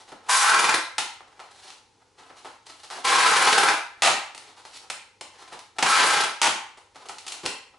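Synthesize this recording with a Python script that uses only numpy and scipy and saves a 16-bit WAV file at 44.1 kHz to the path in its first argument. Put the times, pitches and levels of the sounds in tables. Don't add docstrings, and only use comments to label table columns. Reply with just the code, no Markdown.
import sys
import numpy as np
from scipy import signal
from scipy.fft import rfft, irfft, next_fast_len
from scipy.io import wavfile
from scipy.ndimage import uniform_filter1d

SR = 44100
rng = np.random.default_rng(int(sys.argv[2]) if len(sys.argv) > 2 else 0)


def generate_wav(signal):
    frames = np.transpose(np.atleast_2d(signal))
    scaled = np.clip(frames, -1, 1) * 32767
    pcm = np.round(scaled).astype(np.int16)
    wavfile.write(sys.argv[1], SR, pcm)


N = 343098
TIME = np.arange(N) / SR
BASS_BELOW_HZ, TREBLE_ABOVE_HZ = 600, 2500


def from_db(db):
    return 10 ** (np.asarray(db) / 20)


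def rms_one(x):
    return x / np.sqrt(np.mean(x ** 2) + 1e-20)


def at_hz(points, hz):
    table_hz, values = np.array(points).T
    return np.interp(np.log(np.maximum(hz, 1)), np.log(table_hz), values)


def drift(count, rate):
    knots = rng.standard_normal(4000)
    return rms_one(np.interp(np.arange(count) * rate / SR, np.arange(len(knots)), knots))


def add(out, start_s, sound):
    at = max(round(start_s * SR), 0)
    out[at:at + len(sound)] += sound[:max(N - at, 0)]


def split(x, hz):
    parts = []
    for kind in ("low", "high"):
        once = signal.butter(2, hz, kind, fs=SR, output="sos")
        parts.append(signal.sosfilt(np.tile(once, (2, 1)), x))
    return parts


def step(t, at, width_s):
    return .5 + .5 * np.tanh((t - at) / (2 * width_s))


def body(spectrum, modes, size=4096):
    hz = np.arange(size // 2 + 1) * SR / size
    peaks = sum(from_db(db) / (1 + (2 * (hz - f) / width) ** 2) for f, width, db in modes)
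    cepstrum = irfft(np.log(from_db(at_hz(spectrum, hz)) * (1 + peaks)))
    cepstrum[1:size // 2] *= 2
    cepstrum[size // 2 + 1:] = 0
    return irfft(np.exp(rfft(cepstrum)))[:size // 2]


def radiate(force, response):
    low, rest = split(signal.fftconvolve(force, response), BASS_BELOW_HZ)
    middle, treble = split(rest, TREBLE_ABOVE_HZ)
    bass = sum(split(low, TREBLE_ABOVE_HZ))
    return middle, treble, bass


def grains(count, per_s, spread_db):
    sizes = from_db(spread_db * np.minimum(rng.exponential(1, count), 4)) * rng.choice([-1, 1], count)
    return rms_one(sizes * (rng.random(count) < per_s / SR))


def fade(t, start, end, rise_s, fall_s):
    opening = np.clip((t - start) / rise_s + 1, 0, 1) ** 2
    return opening * np.exp(-np.maximum(t - end, 0) / fall_s)


JERK_S, JUDDER_START_DB, JUDDER_GROWTH = 0.0058, 1, 1.7


def judder(t, start, period_s, depth_db):
    off = (t - start + period_s / 2) % period_s - period_s / 2
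    swell = depth_db * np.exp(-(off / JERK_S) ** 2)
    return from_db(swell) / np.sqrt(uniform_filter1d(from_db(2 * swell), size=3500))


# frequency in Hz, relative level in dB.
TAPE_COLOUR = [(50, -41), (110, -18), (170, -20), (280, -14), (450, -3), (620, -5), (800, 4.5),
               (1150, -0.5), (1700, 2.5), (2300, 0), (3200, -5), (5000, -8), (7000, -11.5), (11000, -13)]
# frequency in Hz, width in Hz, height in dB against the colour there.
ROLL_RINGS = [(157.3, 13, 11.5), (250, 40, -24.5), (454, 13, -16.5), (817, 30, 2), (870, 22, 2.5),
              (1002, 32, 4.5), (1080, 54, 6.5), (1332, 68, 10), (1553, 70, 7.5), (1614, 23, 3.5),
              (1755, 30, -7.5), (2067, 78, -4.5), (2370, 14, -19.5), (2410, 10, 8.5)]
# start in seconds, end in seconds, fade after the end
# in seconds, rasp in dB (before rasp_db), crackle in dB, extra fizz before the top in dB, time at the top
# of the arc in seconds, rasp swell there in dB, time the strip meets the far bottle in seconds,
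# drone before that in dB, drone after it in dB, judder period in seconds, judder depth at the end in dB.
TAPE_PULLS = [(0.296, 0.757, .007, -19.5, -26, 6.5, 0.495, 6.5, 0.51, -49.5, -34, .0499, 17),
              (3.052, 3.706, 0.029, -19, -24.8, -1, 3.285, 3.5, 3.455, -34.5, -30.5, .0531, 13),
              (5.866, 6.196, 0.046, -18.5, -23.5, -7, 5.925, 1.5, 5.985, -39.5, -32.5, .0344, 11.5)]
TOP_S, TOP_RING_DB = 0.036, 8
FIZZ_LEAD_S, FIZZ_FADE_S = .055, .015
FIZZ_DB, FIZZ_HZ = -26, 5500
MEET_S = .006
SLOWING_DB = 2
STRIP_HZ, STRIP_RISE_HZ, TOP_RISE_HZ = 1030, 271, 270
STRIP_RING_DB, STRIP_DAMPING_DB = -0.5, 19


def steady(x):
    return x / np.sqrt(uniform_filter1d(x * x, size=1300) + 1e-12)


def peel(pull, slips_per_s=265, jitter=.22, uneven_db=2.0, snap_s=0.0076, glue=0.51, pluck=.25,
         coarse=0.16, strip_width_hz=110, flutter_db=2.0, rasp_db=-3.0):
    (start, end, release_s, level, crackle, extra_fizz, top, swell, meet,
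     drone_before, drone_after, period_s, depth_db) = pull
    t = np.arange(start - .02, end + .12, 1 / SR)
    count = len(t)
    on_top = np.exp(-((t - top) / TOP_S) ** 2)
    pulled = np.clip((t - start) / (end - start), 1e-6, 1)
    rasp = level + rasp_db + swell * on_top
    strip_hz = STRIP_HZ + STRIP_RISE_HZ * pulled + TOP_RISE_HZ * on_top
    ring_db = STRIP_RING_DB - STRIP_DAMPING_DB * pulled + TOP_RING_DB * on_top
    fizz = FIZZ_DB + extra_fizz * (1 - step(t, top - FIZZ_LEAD_S, FIZZ_FADE_S))
    drone = drone_before + (drone_after - drone_before) * step(t, meet, MEET_S)

    turns = np.cumsum(slips_per_s * np.exp(jitter * drift(count, 250))) / SR
    clicks = np.diff(np.floor(turns), prepend=0)
    slips = rms_one(clicks * from_db(uneven_db * np.clip(rng.standard_normal(count), -2, 2)))
    snapping = signal.lfilter([1], [1, -np.exp(-1 / (snap_s * SR))], slips)
    threads = rms_one(snapping * grains(count, 16000, 3.2))

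    roll = body(TAPE_COLOUR, ROLL_RINGS)
    middle, _, bass = [band[:count] for band in radiate(slips + glue * threads, roll)]
    treble_force = threads + pluck * slips + coarse * grains(count, 150, 1.9)
    treble = radiate(treble_force, roll)[1][:count]

    spin = np.exp(2j * np.pi * np.cumsum(strip_hz) / SR)
    ringing = signal.lfilter([1], [1, -np.exp(-np.pi * strip_width_hz / SR)], middle / spin)
    strip = np.real(spin * ringing)
    middle = rms_one(middle) + from_db(ring_db) * rms_one(strip)

    crackling, fizzing = split(treble, FIZZ_HZ)
    parts = zip((middle, crackling, fizzing, bass), (rasp, crackle, fizz, drone))
    sound = sum(steady(band) * from_db(db + flutter_db * drift(count, 107.13)) for band, db in parts)

    depth = JUDDER_START_DB + (depth_db - JUDDER_START_DB) * pulled ** JUDDER_GROWTH
    effort = from_db(-SLOWING_DB * pulled ** 2) * judder(t, start, period_s, depth)
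    out = np.zeros(N)
    add(out, t[0], sound * effort * fade(t, start, end, rise_s=0.016, fall_s=release_s))
    return out


# frequency in Hz, relative level in dB.
PLASTIC_COLOUR = [(50, -41), (110, -25.5), (180, -27.5), (280, -13), (480, -7.5), (750, -3.5), (1100, -2),
                  (1600, -3), (2700, -0.5), (4200, -3), (6000, -4.5), (8500, -7), (11000, -12)]
# frequency in Hz, width in Hz,
# height in dB against the colour there; wall() shifts the frequency and adds to the height.
BOTTLE_RINGS = [(158, 30, -2), (275, 50, 3), (750, 45, 2), (850, 60, 3), (1030, 50, -3), (1315, 50, 0),
                (2050, 45, -8), (2870, 110, -10), (4230, 150, -10)]


def wall(pitch, hollow_db):
    return body(PLASTIC_COLOUR, [(hz * pitch, width, db + hollow_db) for hz, width, db in BOTTLE_RINGS])


def blows(rows, response, first, per_s, middle_db, treble_db, bass_db, count=4096):
    out, t = np.zeros(N), np.arange(count) / SR
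    for s, level, treble, bass, length in rows:
        force = rms_one(grains(count, per_s, 2.2) * np.exp(-(t / length) ** 2))
        force[0] += first * np.sqrt(count)
        spectrum = rfft(force)
        milder = irfft(spectrum / np.sqrt(np.abs(spectrum) + 1e-9))
        bands = radiate(milder * np.exp(-(t / (2 * length)) ** 2), response)
        gains = from_db([level + middle_db, level + treble + treble_db, level + bass + bass_db])
        add(out, s, sum(gain * band * np.sqrt(length * SR / np.sum(band ** 2))
                        for gain, band in zip(gains, bands)))
    return out


# start in seconds, middle in dB, treble in dB against the
# middle, bass in dB against the middle, length in seconds; cracking() shifts all three levels.
WALL_CRACKS = [(0.982, -16.5, -6, -22, 0.012), (1.703, -39.5, -3, -34, 0.0038),
               (4.348, -37, -1.5, -10, 0.0045), (4.378, -34.5, -2, -16, 0.0034),
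               (4.9, -23, -5, -20.5, 0.0066), (5.21, -32, -4, -11, 0.0079), (5.591, -40.5, -1, -30, 0.0048),
               (5.785, -18, -13, -18.5, 0.015), (5.826, -10, -10.5, -15, 0.012),
               (6.236, -17.5, -8, -21, .005), (6.774, -43, -11, -13, 0.016), (6.947, -48, -10, -14, 0.0069),
               (7.087, -39.5, 1, -13, 0.016), (7.184, -40, 2.5, -30, 0.0065),
               (7.266, -35.5, -0.5, -15, 0.0065), (7.279, -37, 5, -26, 0.0088),
               (7.321, -41, 9, -29, 0.0091), (7.461, -18, -3, -18, 0.0039)]


def cracking():
    return blows(WALL_CRACKS, wall(pitch=1.02, hollow_db=2.0), first=0.38, per_s=4000,
                 middle_db=-5.5, treble_db=4.0, bass_db=2.5)


# start in seconds, first crack in dB, growth in dB
# per crack, treble in dB against the middle, pitch of the squeezed bottles as a multiple of their own
LAST_TUGS = [(4.021, -11, 0.73, -8, .94), (6.416, -11, -0.21, -7.5, 1.1)]
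TUG_GAP_S, TUG_CRACK_S = .013, 0.0098
TUG_DULLING_DB, TUG_BASS_DB, TUG_BASS_GROWTH_DB = 1.5, -26, -0.3


def tugging(tug, count=5):
    s, level, growth, treble, pitch = tug
    rows = [(s + k * TUG_GAP_S, level + k * growth, treble - k * TUG_DULLING_DB,
             TUG_BASS_DB + k * TUG_BASS_GROWTH_DB, TUG_CRACK_S) for k in range(count)]
    return blows(rows, wall(pitch, hollow_db=5.0), first=0.25, per_s=4000,
                 middle_db=-6.0, treble_db=4.0, bass_db=4.0)


# start in seconds, middle in dB, treble in dB against the
# middle, bass in dB against the middle, length in seconds; bumping() shifts all three levels.
BOTTLE_BUMPS = [(0.076, -42, -5.5, -16, .044), (0.118, -32, -13, -9, 0.015), (1.206, -34, -22, -24, .011),
                (1.394, -31, -12.5, -31, 0.022), (2.3, -35.5, -20, -14, 0.015),
                (2.447, -30.5, -14.5, -18, 0.029), (2.833, -37.5, -0.5, -25, 0.022),
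                (2.901, -29.5, -5.5, -31, 0.06), (4.099, -18.5, -1.5, -13.5, 0.02),
                (4.651, -31.5, -6.5, -22, 0.0098), (5.52, -33, -22, -13, 0.021),
                (6.475, -29.5, -15, 2, 0.012), (6.956, -34.5, -8.5, -16, 0.013),
                (7.094, -22.5, -29, -30, 0.0065), (7.433, -33, -5, -1.5, 0.037),
                (7.453, -27, -0.5, -1.5, 0.016)]


def bumping(response):
    return blows(BOTTLE_BUMPS, response, first=0.069, per_s=3000,
                 middle_db=-7.5, treble_db=-3.5, bass_db=-2.0)


# middle of the stroke in seconds, length in seconds,
# level of the middle band in dB, treble in dB against it; rubbing() shifts both levels.
RUB_STROKES = [(0.005, 0.089, -47.5, 0.5), (0.27, 0.1, -45.5, -4), (1.36, .26, -50.5, -5),
               (1.631, 0.43, -50, 5), (1.97, .56, -63.5, -7), (2.259, 0.25, -49, -3), (2.45, .26, -51, 3.5),
               (2.738, 0.24, -49, 5.5), (2.979, 0.13, -38, -2.5), (4.015, 0.089, -48, 1),
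               (4.509, 0.37, -49.5, 0), (4.744, .28, -55, 12.5), (4.838, 0.086, -49, -20),
               (5.389, 0.19, -47.5, -1), (5.53, 0.2, -43, -2.5), (5.79, .08, -45.5, -4),
               (7.06, 0.33, -46.5, -3), (7.328, 0.2, -43.5, -1), (7.748, 0.075, -54.5, -22)]
RUB_BASS_DB, RUB_SHAPE = -14, 1.13


def rubbing(response, per_s=6000, spread_db=1.5, patchy_db=5.5, middle_db=-4.5, treble_db=-5.0):
    out = np.zeros(N)
    for s, length, level, treble in RUB_STROKES:
        t = np.arange(max(s - length / 2, 0), s + length / 2, 1 / SR)
        force = grains(len(t), per_s, spread_db) * from_db(patchy_db * drift(len(t), 60))
        bands = zip(radiate(force, response), (middle_db, treble + treble_db, middle_db + RUB_BASS_DB))
        sound = sum(rms_one(band[:len(t)]) * from_db(level + db) for band, db in bands)
        add(out, t[0], sound * np.abs(np.cos(np.pi * (t - s) / length)) ** RUB_SHAPE)
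    return out


# frequency in Hz, time to fall by 60 dB in seconds.
ROOM_DECAY = [(150, 0.22), (800, 0.48), (2500, 0.5), (5000, 0.426), (10000, 0.35)]
# frequency in Hz, side signal in dB against the mid signal.
ROOM_WIDTH = [(100, -17), (500, -9), (1200, -8), (2200, -4.5), (8000, -7)]


def room(x, travel_hz, wet_db=-3.0, direct_db=-3.0, build_s=0.0031, count=36000, size=28000):
    t, hz = np.arange(count) / SR, np.arange(count // 2 + 1) * SR / count
    white = rfft(rng.standard_normal((3, 2, count)))
    centres = np.geomspace(150, 10000, 7)
    tail = 0
    for share, centre in zip(np.eye(len(centres)), centres):
        band = irfft(white * at_hz(np.column_stack([centres, share]), hz))
        tail = tail + band * from_db(-60 * t / at_hz(ROOM_DECAY, centre))
    tail = rfft(tail * np.minimum(t / build_s, 1))
    tail /= np.sqrt(uniform_filter1d(np.abs(tail) ** 2, size=48, axis=-1))
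    tail[:, 1] *= from_db(at_hz(ROOM_WIDTH, hz))
    nearness = np.maximum(np.cos(2 * np.pi * (travel_hz * TIME - np.arange(3)[:, None] / 3)), 0)
    sent = x * nearness / np.linalg.norm(nearness, axis=0)
    echoes = signal.oaconvolve(sent[:, None], irfft(tail)[..., :size], axes=2)
    mid, side = echoes.sum(axis=0)[:, :N]
    return from_db(direct_db) * x + from_db(wet_db) * (mid + side * [[1], [-1]])


# frequency in Hz, relative level in dB.
AIR_COLOUR = [(15, -42.5), (25, -13), (44, -6), (75, -5.5), (112, -0.5), (131, -5.5), (156, -10.5),
              (518, -1.5), (721, -35), (819, 0.5), (1200, -18), (5670, -15.5), (11000, -26), (14300, -68),
              (22000, -120)]


def air(level_db=-65.0, side_db=-10.5, hum_hz=95.0, hum_db=-76):
    size = next_fast_len(N)
    white = rfft(rng.standard_normal((2, size)))
    hz = np.arange(white.shape[1]) * SR / size
    mid, side = irfft(white * from_db(at_hz(AIR_COLOUR, hz)), size)[:, :N]
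    noise = rms_one(mid) + from_db(side_db) * rms_one(side) * [[1], [-1]]
    return from_db(level_db) * noise + from_db(hum_db) * np.sin(2 * np.pi * hum_hz * TIME)


# frequency in Hz, relative level in dB.
HANDLING_COLOUR = [(50, -20), (110, -13), (200, -10), (350, 3), (600, -1.5), (850, -1.5), (1300, -3.5),
                   (1900, -7), (2800, -9), (4200, -8), (6500, -13.5), (11000, -19)]


def scene(left_db=0.24):
    handled = body(HANDLING_COLOUR, BOTTLE_RINGS)
    tape = sum(peel(pull) for pull in TAPE_PULLS)
    cracks = sum(tugging(tug) for tug in LAST_TUGS) + cracking()
    smooth = room(tape + rubbing(handled), travel_hz=4.0)
    sudden = room(cracks + bumping(handled), travel_hz=70.22, wet_db=-4.5, direct_db=-5.5, build_s=0.0028)
    return (smooth + sudden + air()) * from_db([[left_db], [-left_db]])


def record(dry, top=0.65):
    low_pass = signal.ellip(12, .1, 80, 11080, fs=SR, output="sos")
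    return signal.sosfilt(low_pass, top * np.tanh(dry / top))


dry = scene()
out = record(dry)
generate_wav(out)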